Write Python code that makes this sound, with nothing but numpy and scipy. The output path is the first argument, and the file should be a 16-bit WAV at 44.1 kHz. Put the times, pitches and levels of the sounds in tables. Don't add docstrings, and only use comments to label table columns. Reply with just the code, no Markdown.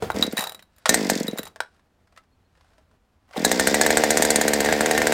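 import sys
import numpy as np
from scipy import signal
from scipy.fft import rfft, irfft
from scipy.io import wavfile
from scipy.ndimage import uniform_filter1d

SR = 44100
rng = np.random.default_rng(int(sys.argv[2]) if len(sys.argv) > 2 else 0)


def to_linear_factor(level_db):
    exponent = np.asarray(level_db, float) / 20
    return 10 ** exponent


def materialize(psi):
    bounded = np.clip(np.atleast_2d(psi).T, -1, 1)
    quanta = np.round(bounded * 32767).astype(np.int16)
    wavfile.write(sys.argv[1], SR, quanta)


N = 226497
T = np.arange(N) / SR
IDLE_TURNS = 75

# start_s, crack_peak_db, bark_db
FIRING_TIMES = [(3.4491, 0, -13), (3.516, -4, -14.5), (3.5973, -3.5, -12), (3.6729, -2.5, -11.5),
                (3.744, -4, -12), (3.8132, -2, -10.5), (3.8641, -6.5, -13), (3.9055, -7, -12),
                (3.972, -3.5, -11.5), (4.0378, -5.5, -12), (4.106, -1, -14.5), (4.1725, -2.5, -13.5),
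                (4.2232, -2, -14.5), (4.2506, -6, -15), (4.3046, -1.5, -16), (4.3591, -4, -16),
                (4.4135, -5, -15.5), (4.4807, -3.5, -15.5), (4.5352, -4, -15.5), (4.6054, -7, -16),
                (4.6473, -13, -17.5), (4.6887, -21, -16), (4.7261, -11.5, -14), (4.8084, -9.5, -13.5),
                (4.8604, -11.5, -14), (4.9115, -8, -15.5), (4.9781, -8, -13), (5.0184, -12.5, -13),
                (5.0707, -9.5, -13.5), (5.1233, -9.5, -13.5)]
# pitch_hz, level_db (per Hz)
HISS_COLOUR = [(1350, -47), (2300, -9), (2600, -29), (3520, 14.5), (3890, 6.5), (4780, 14.5), (6310, 8),
               (7810, 8), (11000, -41), (12900, -14.5), (14600, -27), (15600, -12.5), (16400, -42.5)]
# pitch_hz, level_db (per Hz)
CRACK_COLOUR = [(1410, -34.5), (2400, -22.5), (3030, -18.5), (4180, -3), (5230, -10.5), (6000, -6.5),
                (6660, -1), (7570, -0.5), (8960, -5), (10900, -15.5), (13800, -9), (15700, -31),
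                (16400, -32)]
# pitch_hz, level_db (per Hz)
SCRAPE_COLOUR = [(290, -51.5), (500, -8), (993, -9.5), (1560, -5.5), (2220, -13.5), (5090, -15),
                 (5980, -21), (8730, -21.5), (14100, -41.5), (16400, -45)]
# pitch_hz, level_db, t60_s
PAWL_PARTIALS = [(3865, 0, .045), (3925, -3, .03), (7230, -14, .04), (9380, -13, .05), (10300, -18, .04),
                 (10900, -18, .035), (13100, -14, .045), (13730, -11, .035), (14700, -18, .035)]


def evened(x):
    return x / np.sqrt(np.mean(x ** 2) + 1e-20)


def drift(count, size):
    return evened(uniform_filter1d(rng.standard_normal(count), size=size))


def coloured(points, count):
    f, db = np.transpose(points)
    hz = np.fft.rfftfreq(count, 1 / SR)
    gain = to_linear_factor(np.interp(np.log(hz + 1), np.log(f), db))
    return evened(irfft(rfft(rng.standard_normal(count)) * gain, count))


def highpass(x, order, hz):
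    return signal.sosfilt(signal.butter(order, hz, "high", fs=SR, output="sos"), x)


def resonate(x, hz, width):
    turn = np.exp(2j * np.pi * np.cumsum(hz * np.ones(len(x))) / SR)
    r = np.exp(-np.pi * width / SR)
    return 2 * (turn * signal.lfilter([1 - r], [1, -r], x / turn)).real


def cavity(x, modes):
    out = np.zeros(len(x))
    for hz, width, db in modes:
        r = np.exp(-np.pi * width / SR)
        pole = r * np.exp(2j * np.pi * hz / SR)
        out += to_linear_factor(db) * 2 * signal.lfilter([1 - r], [1, -pole], x).real
    return out


def ring(modes, spread_db):
    t = np.arange(6000) / SR
    shake = 1 + 0.36 * drift(len(t), 160)
    out = np.zeros(len(t))
    for hz, db, t60 in modes:
        level_db = db + spread_db * rng.standard_normal()
        out += to_linear_factor(level_db - 60 * t / t60) * np.sin(2 * np.pi * hz * t)
    return shake * out


def add(mix, s, sound):
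    part = mix[round(s * SR):][:len(sound)]
    part += sound[:len(part)]


def still_air():
    # pitch_hz, level_db (per Hz)
    air_colour = [(12, -16), (20, -11.5), (81, 0.5), (139, -12.5), (230, -9.5), (350, -17), (490, -17),
                  (533, -20), (649, -17), (706, -17.5), (16400, -46.5)]
    return to_linear_factor(-64) * to_linear_factor(drift(N, 2500)) * coloured(air_colour, N)


def bird():
    # start_s, level_db, pitch_hz, length_s
    bird_notes = [(2.31, -73, 4300, 0.044), (2.44, -75, 4250, .045)]
    out = np.zeros(N)
    for s, db, hz, length in bird_notes:
        t = np.arange(0, length, 1 / SR)
        warble = 1.13 * np.sin(2 * np.pi * 45 * t)
        add(out, s, to_linear_factor(db) * np.sin(2 * np.pi * hz * t + warble) * np.hanning(len(t)))
    return out


def yard(x):
    t = np.arange(12000) / SR
    sparse = rng.random(len(t)) < .05
    echoes = rng.standard_normal(len(t)) * sparse * to_linear_factor(-60 * t / 0.15) * (t > .006)
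    echoes = signal.lfilter([1], [1, -.5], echoes)
    return signal.oaconvolve(x, echoes / np.linalg.norm(echoes))[:N]


def rustling():
    # start_s, length_s, level_db
    cloth_rubs = [(0, 0.073, -50), (0.683, 0.43, -64), (1.638, 0.2, -71.5), (2.0, 0.33, -80),
                  (2.459, 0.43, -71), (3.178, 0.21, -78)]
    rubs = np.zeros(N)
    for s, length, db in cloth_rubs:
        add(rubs, s, to_linear_factor(db) * np.sqrt(np.hanning(round(length * SR))))
    grains = to_linear_factor(1.5 * drift(N, 200))
    return rubs * grains * coloured(SCRAPE_COLOUR, N)


def jolting():
    # start_s, level_db
    body_jolts = [(0.001, -43), (0.024, -28), (.14, -29.5), (.44, -51.5), (.56, -59.5), (1.4, -48.5),
                  (1.428, -54.5)]
    # pitch_hz, width_hz, level_db
    body_modes = [(85.4, 30, 1), (172, 55, 0.5), (372.7, 84, -4.5)]
    rise_s, t60_s = 0.0046, 0.4
    jolts, t = np.zeros(N), np.arange(SR // 2) / SR
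    for s, db in body_jolts:
        add(jolts, s, np.minimum(t / rise_s, 1) * to_linear_factor(db - 60 * t / t60_s))
    return jolts * evened(cavity(rng.standard_normal(N), body_modes))


def knocking():
    # start_s, peak_db, pitch_hz, bright_db, t60_s
    plastic_knocks = [(0.023, -15.5, 449, -38, 0.072), (0.102, -8, 870, -63, 0.018),
                      (0.376, -20.5, 1845, -38, 0.12), (0.593, -37, 1990, -50.5, 0.031),
                      (0.857, -35, 700, -20, 0.059), (0.862, -18, 1880, -40, 0.022),
                      (1.468, -38, 834, -43, 0.035), (1.56, -34.5, 666, -45, 0.036),
                      (1.604, -16, 944, -25, 0.029), (3.343, -32, 584, -58, 0.033),
                      (3.362, -21, 492, -58, 0.078)]
    # start_s, peak_db, pitch_hz
    faint_knocks = [(1.745, -60, 790), (1.794, -58, 1086), (2.073, -57, 1047), (2.124, -55, 720),
                    (2.163, -48.5, 1193), (2.175, -39.5, 1310), (2.237, -60.5, 793), (2.552, -58, 1820),
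                    (2.574, -57, 515), (2.609, -51.5, 1037), (2.645, -57.5, 757), (2.734, -59, 680),
                    (2.781, -51.5, 642), (2.913, -61, 637), (3.31, -45.5, 714), (3.328, -46, 1320),
                    (3.334, -40, 1470)]
    # pitch_factor, level_db
    shell_partials = [(0.998, 6), (1.222, -1), (1.552, 1.5), (2.098, -12.5)]
    tap_bright_db, tap_t60_s = -9.5, 0.045
    taps = [(s, db, hz, db + tap_bright_db, tap_t60_s) for s, db, hz in faint_knocks]
    out, t = np.zeros(N), np.arange(6000) / SR
    for s, peak_db, hz, bright_db, t60 in plastic_knocks + taps:
        shell = ring([(hz * k, db, t60) for k, db in shell_partials], 3)
        shell *= 1 - np.exp(-t / .0005)
        loose_parts = evened(cavity(rng.standard_normal(len(t)), [(1.3 * hz, hz, 0)]))
        shell += 0.31 * loose_parts * to_linear_factor(-60 * t / (2.2 * t60))
        scrape = coloured(SCRAPE_COLOUR, len(t)) * to_linear_factor(-60 * t / (0.88 * t60))
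        add(out, s, to_linear_factor(peak_db) * shell / abs(shell).max() + to_linear_factor(bright_db + 6.5) * scrape)
    return highpass(out, 4, 330)


def rewinds():
    # (first_click_db, fade_db_per_s, reel_hiss_db), click moments_s
    rope_returns = [
        ((-8.5, -103, -39), [.379, .3928, .4076, .423, .439, .4718, .4944, .5206, .5466]),
        ((-14.5, -140, -69), [1.385, 1.3906, 1.4313, 1.4537, 1.474]),
    ]
    skip_low_db, reel_s = -15, .1
    rows, reel = [], np.zeros(N)
    t = np.arange(0, reel_s, 1 / SR)
    for (first_db, fade_db, hiss_db), moments in rope_returns:
        for s in moments:
            click_db = first_db + fade_db * (s - moments[0])
            rows.append((s, click_db, skip_low_db + click_db))
        add(reel, moments[0], to_linear_factor(hiss_db + fade_db * t) * coloured(HISS_COLOUR, len(t)))
    return rows, reel


def rope():
    # start_s, level_db, centre_hz
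    rope_whirs = [
        [(.34, -55, 640), (.4, -34.5, 910), (.45, -35.5, 830), (.6, -67, 610)],
        [(1.35, -69, 1100), (1.39, -54, 1190), (1.5, -65, 790)],
        [(3.28, -64, 700), (3.33, -60.5, 900), (3.36, -52, 2900), (3.38, -30, 4000)],
    ]
    out = np.zeros(N)
    for rows in rope_whirs:
        s, db, hz = np.transpose(rows)
        t = np.arange(s[0], s[-1], 1 / SR)
        whir = resonate(rng.standard_normal(len(t)), np.interp(t, s, hz), .35 * hz.mean())
        whir *= to_linear_factor(4 * drift(len(t), 150))
        add(out, s[0], to_linear_factor(np.interp(t, s, db)) * evened(whir))
    return out


def starter():
    # start_s, peak_db, low_ring_db
    pawl_clinks = [(0.1165, -26, -39), (0.2253, -6, -12.5), (0.2354, -14.5, -38), (0.3246, -19.5, -46.5),
                   (0.3708, -12.5, -23.5), (0.6246, -35.5, -50.5), (.763, -46, -63.5), (.783, -40.5, -70),
                   (1.2805, -17, -25.5), (1.332, -35, -47), (1.375, -19.5, -41)]
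    skips, out = rewinds()
    t = np.arange(6000) / SR
    for s, peak_db, low_db in pawl_clinks + skips:
        tick = 0.37 * coloured(CRACK_COLOUR, len(t)) * to_linear_factor(-60 * t / 0.016)
        tick += 0.65 * coloured(SCRAPE_COLOUR, len(t)) * to_linear_factor(-60 * t / .03)
        tick += ring(PAWL_PARTIALS[2:], 1.8)
        low_ring = ring(PAWL_PARTIALS[:2], 2.7) * (1 - np.exp(-t / 0.0015))
        add(out, s, to_linear_factor(peak_db - 9) * tick + to_linear_factor(low_db + 3) * low_ring)
    return out + rope()


def crank_angle():
    # start_s, turns until the next row, slowing (0-1)
    pulled_turns = [(.145, 1, 0), (.1708, 4, .17), (.2775, 2, .02), (.389, 0, 0), (.862, 1, 0),
                    (.8937, 3, 0), (.9436, 8, .2), (1.0993, 5, .18), (1.2098, 4, .42), (1.3944, 0, 0),
                    (3.352, 1, 0), (3.378, 2, 0), (3.427, 1, 0)]
    # start_s, speed (turns a second)
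    idle_speed = [
        (3.45, 60),
        (3.75, 72),
        (3.9, 75),
    ]
    fired = np.transpose(FIRING_TIMES)[0]
    turns = np.round(np.diff(fired) * np.interp(fired[:-1], *np.transpose(idle_speed)))
    rows = pulled_turns + list(zip(fired[:-1], turns, turns / 75))
    rows += [(fired[-1], 75, 0), (fired[-1] + 1, 0, 0)]
    s, turns, slowing = np.transpose(rows)
    k = np.clip(np.searchsorted(s, T) - 1, 0, len(s) - 2)
    u = np.maximum(T - s[k], 0) / np.diff(s)[k]
    turns_before = np.cumsum(turns) - turns
    return turns_before[k] + turns[k] * (u + slowing[k] * u * (1 - u)) + 1e-6


def strokes(angle, lag, spread_db):
    turn = np.floor(angle - lag)
    return (np.diff(turn, prepend=turn[0]) > 0) * to_linear_factor(spread_db * rng.standard_normal(N))


def by_speed(angle, idle_db, halving_db):
    keep = np.exp(-1 / (SR * 0.0067))
    speed = signal.lfilter([1 - keep], [1, -keep], np.gradient(angle) * SR / IDLE_TURNS)
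    return to_linear_factor(idle_db - halving_db * np.log2(abs(speed) + 1e-9))


def muffler_gulps(angle, fast):
    # pitch_hz, width_hz, level_db
    muffler_modes = [
        (232, 70, 5),
        (285, 90, -1),
        (535, 200, 0),
        (75, 30, 0),
        (725, 150, -1),
    ]
    wobble = .024 * drift(N, 600)
    clicks = strokes(angle, wobble - .035, 1.5)
    clicks -= .6 * fast ** 2 * strokes(angle, wobble - .11, 2)
    intake = signal.oaconvolve(strokes(angle, .5 + wobble, 2.5), signal.windows.hann(40))[:N]
    gulps = -signal.oaconvolve(clicks * fast, signal.windows.hann(44))[:N]
    gulps -= signal.oaconvolve(clicks * abs(1 - fast), signal.windows.hann(80), "same")
    late = np.roll(gulps - 0.1 * intake, round(.0014 * SR))
    body = cavity(late, muffler_modes[:2]) + cavity(gulps - .38 * intake, muffler_modes[2:3])
    outer = fast ** 1.5 * cavity(gulps - .28 * intake, muffler_modes[3:])
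    thump = highpass(body, 2, 130) + outer
    return thump / np.sqrt(uniform_filter1d(thump ** 2, size=3000) + 1e-4 * np.max(thump) ** 2)


def port_hiss(opening, puff, fast):
    # start_s, level_db
    cylinder_facing = [(.2, 0.5), (1.0, 0), (1.2, 6), (1.35, -9), (3.4, 0), (3.62, 2.5), (3.95, -2),
                       (4.6, -4), (5.14, -6)]
    slow_strokes = opening * abs(1 - fast) * np.clip(12 * (fast - .27), 0, 1)
    snap = signal.lfilter([1], [1, -np.exp(-1 / (SR * .002))], slow_strokes)
    flutter = to_linear_factor(2.5 * drift(N, 120))
    hiss = (.15 + .4 * fast ** 3 + 1.5 * puff) * flutter * coloured(HISS_COLOUR, N)
    hiss += 4.2 * snap * coloured(CRACK_COLOUR, N)
    return hiss * to_linear_factor(np.interp(T, *np.transpose(cylinder_facing)))


def pumping():
    # pitch_hz, width_hz, level_db
    drone_modes = [(520, 200, -3), (720, 200, -2), (950, 200, -6), (1520, 200, -5), (1800, 250, 0),
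                   (2000, 200, -2)]
    angle = crank_angle()
    fast = np.clip(uniform_filter1d(np.gradient(angle) * SR, size=2000) / IDLE_TURNS, 0, 1.2)
    opening = strokes(angle, .6 + .12 * fast, 2)
    puff = signal.lfilter([1], [1, -np.exp(-1 / (SR * .005))], opening)
    drone = evened(cavity((1.4 + 0.31 * puff) * rng.standard_normal(N), drone_modes))
    out = by_speed(angle, idle_db=-23.5, halving_db=-5) * muffler_gulps(angle, fast)
    out += by_speed(angle, idle_db=-30, halving_db=-9.5) * drone
    return out + by_speed(angle, idle_db=-34.5, halving_db=-5) * port_hiss(opening, puff, fast)


def firing(crack_db, bark_db, ring_db):
    # pitch_hz, width_hz, level_db
    outlet_modes = [(72.5, 29, 4), (246, 55, 6), (498.4, 180, -8), (700, 290, 11.5), (860, 650, -22),
                    (1600, 210, 10.5), (1790, 37, 16.5), (1990, 160, -4.5)]
    # pitch_hz, level_db, t60_s
    fin_partials = [(6650, -2, .016), (8085, 0, .03), (8900, 0, .018)]
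    t = np.arange(5000) / SR - .004
    u, on = np.maximum(t, 0), t >= 0
    pop = on * (.065 * to_linear_factor(-60 * u / .05) * rng.standard_normal(len(t)) - np.exp(-u / .00006))
    modes = [(hz * (1 + .03 * rng.standard_normal()), width, db + 1.5 * rng.standard_normal())
             for hz, width, db in outlet_modes]
    bark = cavity(pop, modes)
    leak = .2 * to_linear_factor(60 * np.minimum(t, 0) / .025) * ~on
    decay = to_linear_factor(-60 * u / 0.033) + 0.15 * to_linear_factor(-60 * u / 0.064)
    blast = leak + (1 - np.exp(-u / 0.000094)) * decay
    crack = blast * coloured(CRACK_COLOUR, len(t)) * 0.28
    add(crack, .0045, .13 * ring(fin_partials, 4))
    pawls = ring(PAWL_PARTIALS[:2], 0.39) * (1 - np.exp(-np.arange(6000) / 60))
    add(crack, .003, to_linear_factor(ring_db - crack_db - 2) * pawls)
    return to_linear_factor(crack_db) * crack + to_linear_factor(bark_db + 11) * bark / abs(bark).max()


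def exhaust():
    # start_s, crack_peak_db, bark_db
    pull_coughs = [
        (0.8929, 2.5, -10.5),
        (0.9433, -1.5, -12.5),
        (1.0989, -3, -14),
    ]
    # start_s, crack_peak_db, bark_db
    late_pops = [(4.6614, -15, -16.5), (4.7379, -31, -22.5), (4.9502, -23, -21)]
    throw_db, rattle_db = -9.5, -24
    out = np.zeros(N)
    opens = T[strokes(crank_angle(), -.02, 0) > 0]
    for rows, thrown in ((pull_coughs, True), (FIRING_TIMES, True), (late_pops, False)):
        for k, (s, *levels) in enumerate(rows):
            ring_db = throw_db if thrown and k == 0 else rattle_db
            nearest = opens[np.argmin(abs(opens - s))]
            add(out, nearest - .004, firing(*levels, ring_db))
    return out


def scene():
    # delay_s, level_db
    ground_bounce = (.0043, -13.5)
    engine = pumping() + exhaust()
    add(engine, ground_bounce[0], to_linear_factor(ground_bounce[1]) * uniform_filter1d(engine, size=3))
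    handling = knocking() + jolting() + rustling()
    saw = highpass(engine + starter() + handling, 2, 85)
    return (saw + to_linear_factor(-15.5) * yard(saw) + bird() + still_air())[None]


def top_cut(x):
    return signal.sosfilt(signal.butter(12, 16510, fs=SR, output="sos"), x)


def record(dry):
    lowpass = signal.firwin(255, 16200, window=("kaiser", 8), fs=SR)
    limited = signal.oaconvolve(dry, lowpass[None], "same")
    return top_cut(np.clip(limited, -1, 1))


dry = scene()
out = record(dry)
materialize(out)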